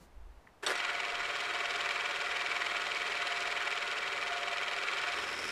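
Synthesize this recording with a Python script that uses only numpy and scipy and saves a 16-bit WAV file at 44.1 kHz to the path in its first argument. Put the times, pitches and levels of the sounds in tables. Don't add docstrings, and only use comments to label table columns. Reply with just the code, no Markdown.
import sys
import numpy as np
from scipy import signal
from scipy.fft import rfft, irfft
from scipy.io import wavfile
from scipy.ndimage import uniform_filter1d

SR = 44100
rng = np.random.default_rng(int(sys.argv[2]) if len(sys.argv) > 2 else 0)


def transcribe(u):
    v = np.clip(np.atleast_2d(u).T, -1, 1)
    q = np.round(v * 32767).astype(np.int16)
    wavfile.write(sys.argv[1], SR, q)


N = 242991
T = np.arange(N) / SR
START, MESH_IN, UP_TO_SPEED = .626, .63, .745
CUT_START, FEED_IN_S = 5.1, .29
SPINDLE_HZ, TURN_MARK = 19.825, .7495
TURNS = (T - TURN_MARK) * SPINDLE_HZ
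RIPPLE_HZ = 120
FLURRY_HZ = 139.9


def gain_of(db):
    return 10 ** (np.asarray(db) / 20)


def evened(x):
    return x / np.sqrt(np.mean(x ** 2) + 1e-20)


def level(curve):
    s, db = np.transpose(curve)
    return gain_of(np.interp(T, s, db)) * (T >= s[0])


def drift(hz):
    f = np.fft.rfftfreq(N, 1 / SR)
    spectrum = rfft(rng.standard_normal(N))
    return evened(irfft(spectrum / (1 + (f / hz) ** 4), N))


def lobe(turns, centre, width):
    from_centre = (turns - centre + .5) % 1 - .5
    return np.exp(-.5 * (from_centre / width) ** 2)


def pulsing(hz, depth_db, width=0.18):
    return gain_of(depth_db * (2 * lobe(T * hz, 0.53, width) - 1))


def load():
    return np.clip((T - CUT_START) / FEED_IN_S, 0, 1)


def running(start, rise_s, db, loaded_db):
    return np.clip((T - start) / rise_s, 0, 1) * gain_of(db + loaded_db * load())


def swell(s, width_s, db):
    return gain_of(db) * np.exp(-.5 * ((T - s) / width_s) ** 2)


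def burst(start, hold_s, db):
    attack_s, t60_s = .011, .12
    release_db = -60 * np.maximum(T - start - hold_s, 0) / t60_s
    return np.clip((T - start) / attack_s, 0, 1) * gain_of(db + release_db)


def colour(x, shape, peaks=()):
    size = 8192
    hz = np.fft.rfftfreq(size, 1 / SR)
    f, db = np.transpose(shape)
    db = np.interp(np.log(hz + 1), np.log(f), db)
    for centre, width, lift in peaks:
        db = db + lift / (1 + (2 * (hz - centre) / width) ** 2)
    log_gain = np.log(gain_of(np.r_[db, db[-2:0:-1]]))
    response = np.exp(np.conj(signal.hilbert(log_gain)))
    ring = np.fft.ifft(response).real[:size // 2]
    return signal.oaconvolve(x, ring)[:N]


def scatter(x, t60, wet_db):
    t = T[:SR // 2]
    tail = rng.standard_normal(len(t)) * gain_of(-60 * t / t60)
    return x + gain_of(wet_db) * signal.oaconvolve(x, tail / np.linalg.norm(tail))[:N]


def strikes(force, per_s, spread_db, t60, wet_db, count=8):
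    size = gain_of(spread_db * np.clip(rng.standard_normal(N), -2, 2)) * rng.choice([-1, 1], N)
    hits = size * (rng.random(N) < per_s / SR)
    spot = rng.integers(0, count, N)
    local_power = abs(uniform_filter1d(hits ** 2, size=400))
    hits = force * hits / np.sqrt(local_power + 1e-4)
    return evened(sum(scatter(hits * (spot == k), t60, wet_db) for k in range(count)))


def tone(hz, waver_hz, flutter_db):
    phase = 2 * np.pi * np.cumsum(hz + waver_hz * drift(12.06)) / SR
    start_phase = 2 * np.pi * rng.random()
    return evened(np.sin(phase + start_phase) * gain_of(flutter_db * drift(37)))


def blows(rows, shape, t60, wet_db):
    clicks = np.zeros(N)
    for s, db in rows:
        clicks[round(s * SR)] = gain_of(db)
    sound = colour(scatter(clicks, t60, wet_db), shape)
    return sound * np.linalg.norm(clicks) * np.sqrt(SR / 100) / np.linalg.norm(sound)


# (frequency [Hz], relative level [dB])
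AIR_COLOUR = [(30, -23.5), (100, -19), (180, -20), (780, -19.5), (1770, -27.5), (3000, -34.5),
              (5500, -40.5), (12400, -48), (14100, -50), (15500, -66)]
# (time of the top [s], width [s], level [dB])
RUMBLES = [(.245, 0.079, -47), (.37, 0.014, -55), (1.2, 0.048, -57.5)]


def workshop():
    air = gain_of(-63.5) * evened(colour(rng.standard_normal(N), AIR_COLOUR))
    hiss = colour(rng.standard_normal(N), [(200, 17.0), (2500, -5), (7000, -4.5), (13000, -12), (15500, -14)])
    low = colour(rng.standard_normal(N),
                 [(8, 3), (22, -5.5), (42, 3.5), (68, -4), (110, -33), (300, -84), (1000, -106)])
    rumble = gain_of(-71.5) + sum(swell(*row) for row in RUMBLES)
    return air + swell(0.029, width_s=0.026, db=-58.5) * evened(hiss) + rumble * evened(low)


# (frequency [Hz], level relative to the other lines [dB])
HUM_LINES = [(120, -75.5), (150, -101), (180, -96), (199.7, -75.5), (230, -80.5), (299.6, -78), (320, -80)]


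def motor_hum():
    lines = sum(gain_of(db) * tone(hz, waver_hz=0.5, flutter_db=3.0) for hz, db in HUM_LINES)
    return running(START, rise_s=.06, db=1.0, loaded_db=4.0) * lines


# (time [s], level [dB])
TICKS = [(.469, -66), (.473, -56), (.489, -70)]
# (frequency [Hz], relative level [dB])
SWITCH_COLOUR = [(200, -28), (900, -14), (1400, 6), (2000, 3), (2800, -13), (5000, -23), (12000, -38)]
# (time [s], level [dB])
CLUNKS = [(.6642, -29), (.6712, -60), (.755, -40.5), (.7765, -41)]
# (frequency [Hz], relative level [dB])
CLUNK_COLOUR = [(40, -48), (150, -22), (450, 5), (1300, 7.5), (2200, -9), (3700, 13.5), (4050, 2),
                (4400, 11), (5150, -5), (5700, 8.5), (6400, -22), (8000, 0), (12500, -28), (15500, -53)]
# (start [s], hold [s], level [dB])
GRINDS = [(0.624, 0.017, -38), (0.665, .052, -34)]
# (frequency [Hz], relative level [dB])
GRIND_COLOUR = [(100, -31), (250, -17), (400, -1), (560, -3.5), (900, -8), (1300, -2), (2500, -9.5),
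                (4400, -16.5), (6500, -21), (10500, -26), (12800, -36), (15000, -53)]


def start_up():
    ticks = blows(TICKS, SWITCH_COLOUR, t60=0.022, wet_db=1)
    clunks = blows(CLUNKS, CLUNK_COLOUR, t60=0.048, wet_db=13)
    ripple = pulsing(RIPPLE_HZ, depth_db=2)
    teeth = strikes(ripple, per_s=1600, spread_db=5.5, t60=0.039, wet_db=-0.5)
    grind = sum(burst(*row) for row in GRINDS) * evened(colour(teeth, GRIND_COLOUR))
    return ticks + clunks + grind


# (time [s], level [dB])
MESH_LEVEL = [(0.72, -51), (0.88, -45.5), (1.13, -46.5), (1.4, -49.5), (1.62, -46.5), (2.0, -48),
              (2.15, -51.5), (2.68, -46.5), (2.95, -49), (3.38, -45.0), (3.8, -48), (4.0, -59.5),
              (4.36, -42), (4.75, -48.5), (4.9, -60), (5.1, -41.5), (5.25, -62), (5.51, -57.5)]
# (frequency [Hz], level relative to the other lines [dB])
GEAR_LINES = [(399.8, -60), (419, -63.5), (439, -67), (460.1, -62.5), (479, -64), (538, -61.5),
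              (566, -60.5), (581.5, -60), (603, -67), (719.5, -58), (938.8, -60), (1033, -67),
              (1116.5, -54.5), (1268, -57), (1463, -53), (1494, -61.5), (1537, -61), (1668.5, -61),
              (2023, -54.5), (2223, -62), (2497, -59.5), (2676, -58.5), (3219, -55.5)]


def gear_whine():
    off_centre = gain_of(3.8 * np.cos(2 * np.pi * (TURNS + 0.2)))
    strongest = evened(tone(702, waver_hz=2.59, flutter_db=2.0) * off_centre)
    mesh = gain_of(-2.3) * level(MESH_LEVEL) * strongest
    lines = sum(gain_of(db) * tone(hz, waver_hz=0.00247 * hz, flutter_db=4.0) for hz, db in GEAR_LINES)
    return mesh + running(MESH_IN, rise_s=0.13, db=1.0, loaded_db=-2.5) * lines


# (frequency [Hz], relative level [dB])
SCRAPE_COLOUR = [(100, -13), (250, -3.5), (420, 10.5), (750, -3), (2400, 4.5), (4000, -6), (6200, -9),
                 (7500, -8), (8600, -13), (10700, -16), (11200, -21), (15000, -33)]
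# (frequency [Hz], width [Hz], lift [dB])
CUTTER_MODES = [(1450, 150, 3.6), (5260, 690, 13.7), (10600, 700, 3), (12550, 500, 5)]


def cutting():
    flutes = 4 * TURNS
    uneven = gain_of(1.8 * drift(53))
    force = (.6 + lobe(flutes, 0.091, width=0.12)) * uneven
    chips = strikes(force, per_s=2400, spread_db=1.5, t60=0.028, wet_db=-3.0)
    contact = np.clip((T - CUT_START) / .04, 0, 1)
    push = gain_of(-65) * np.sin(2 * np.pi * flutes) + gain_of(-70) * np.sin(2 * np.pi * 3 * flutes)
    bite = gain_of(-43.0) * load() ** 0.44
    return bite * evened(colour(chips, SCRAPE_COLOUR, CUTTER_MODES)) + contact * push


# (time [s], gain [dB])
SHAKE = [(.626, 0), (1.15, -0.9), (1.5, .3), (3.4, 0.54), (4.0, -0.9), (4.7, -0.7), (5.07, .8)]
# (frequency [Hz], relative level [dB])
DRIVE_COLOUR = [(150, -47), (600, -2.5), (1100, 4.5), (2000, -2), (2300, 9.5), (3200, 4), (3480, -8),
                (3900, -0.5), (4700, -11), (5400, -5), (6100, -13.5), (7500, -14), (10000, -39),
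                (15000, -38)]
# (frequency [Hz], width [Hz], lift [dB])
SPINDLE_MODES = [(2280, 200, 5.7), (2700, 52, 0.62), (3010, 280, 4.1), (3640, 100, 7.9), (4940, 120, 4.8),
                 (6880, 100, 9.2), (7300, 400, 5.7), (12550, 500, 7)]


def drive_clatter():
    turns = TURNS + 0.014 * drift(6.3)
    force = lobe(turns, 0.0052, width=0.054) + 0.5 * lobe(turns, -0.18, width=0.057)
    ripple = pulsing(RIPPLE_HZ, depth_db=-2)
    hits = strikes(force * ripple, per_s=3200, spread_db=2.0, t60=0.021, wet_db=-10.5)
    strength = level(SHAKE) * running(UP_TO_SPEED, rise_s=0.036, db=-42.0, loaded_db=-8.5)
    return strength * evened(colour(hits, DRIVE_COLOUR, SPINDLE_MODES))


# (frequency [Hz], relative level [dB])
GEARBOX_COLOUR = [(60, -30.5), (150, -24.5), (260, -16.5), (380, -6.5), (820, -6), (1020, -1), (1180, 1.5),
                  (2100, 0), (2800, -5.5), (4000, -8), (5000, -19), (7500, -20.5), (10000, -29),
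                  (15500, -52.5)]
TOOTH_TIP_COLOUR = [(200, -36), (1200, -12), (2500, 6), (3900, 7.5), (5200, 0.5), (6200, -8), (7300, -6.5),
                    (10000, -17), (12500, -31), (15000, -41)]
COVER_COLOUR = [(300, -75), (1200, -21), (1400, 7.5), (1480, 6.5), (1580, -22.5), (4000, -46), (15000, -70)]
# (frequency [Hz], width [Hz], lift [dB])
CASTING_MODES = [(410, 83, 1.5), (511, 22, -15.5), (589.6, 22, 7.5), (667, 71, -3), (720.5, 33, 7),
                 (2110, 25, -13.5), (2280, 410, 4.5), (3510, 190, -3.5), (3800, 100, 5), (5390, 340, 6.5),
                 (6560, 600, -0.5), (12550, 600, 9.5)]


def gear_rattle():
    sway = 0.49 + 0.27 * lobe(TURNS, 0.11, width=0.048) + 0.31 * lobe(TURNS, -0.38, width=0.033)
    flurries = pulsing(FLURRY_HZ, depth_db=2.5, width=.1) * pulsing(RIPPLE_HZ, depth_db=1.85)
    force = sway * flurries
    blows_on_body = strikes(force, per_s=3600, spread_db=6, t60=0.041, wet_db=0.0)
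    body = colour(blows_on_body, GEARBOX_COLOUR, CASTING_MODES)

    tip_force = force * flurries * gain_of(2.1 * drift(64))
    tips = strikes(tip_force, per_s=420, spread_db=2, t60=0.019, wet_db=11)
    teeth = 0.93 * evened(body) + gain_of(-10.5) * evened(colour(tips, TOOTH_TIP_COLOUR))

    shakes = 0.8 + lobe(TURNS, -0.28, width=0.06) + lobe(TURNS, -0.0076, width=0.046)
    shakes = shakes + lobe(TURNS, 0.32, width=0.091)
    cover = colour(strikes(shakes, per_s=1500, spread_db=3.0, t60=0.076, wet_db=-7.5), COVER_COLOUR)
    cover = evened(cover) * gain_of(2 * drift(5.0))

    teeth_gain = running(START, rise_s=0.065, db=-38.0, loaded_db=-5)
    cover_gain = running(START, rise_s=0.045, db=-48.5, loaded_db=-4.5)
    return level(SHAKE) * (teeth_gain * teeth + cover_gain * cover)


def scene():
    machine = start_up() + cutting() + drive_clatter() + gear_rattle()
    in_room = scatter(machine, t60=.3, wet_db=-17)
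    return (workshop() + motor_hum() + gear_whine() + in_room)[None]


def record(dry):
    low_pass = signal.firwin(511, 15450, window=("kaiser", 9), fs=SR)
    return signal.oaconvolve(dry, low_pass[None], "same")


dry = scene()
out = record(dry)
transcribe(out)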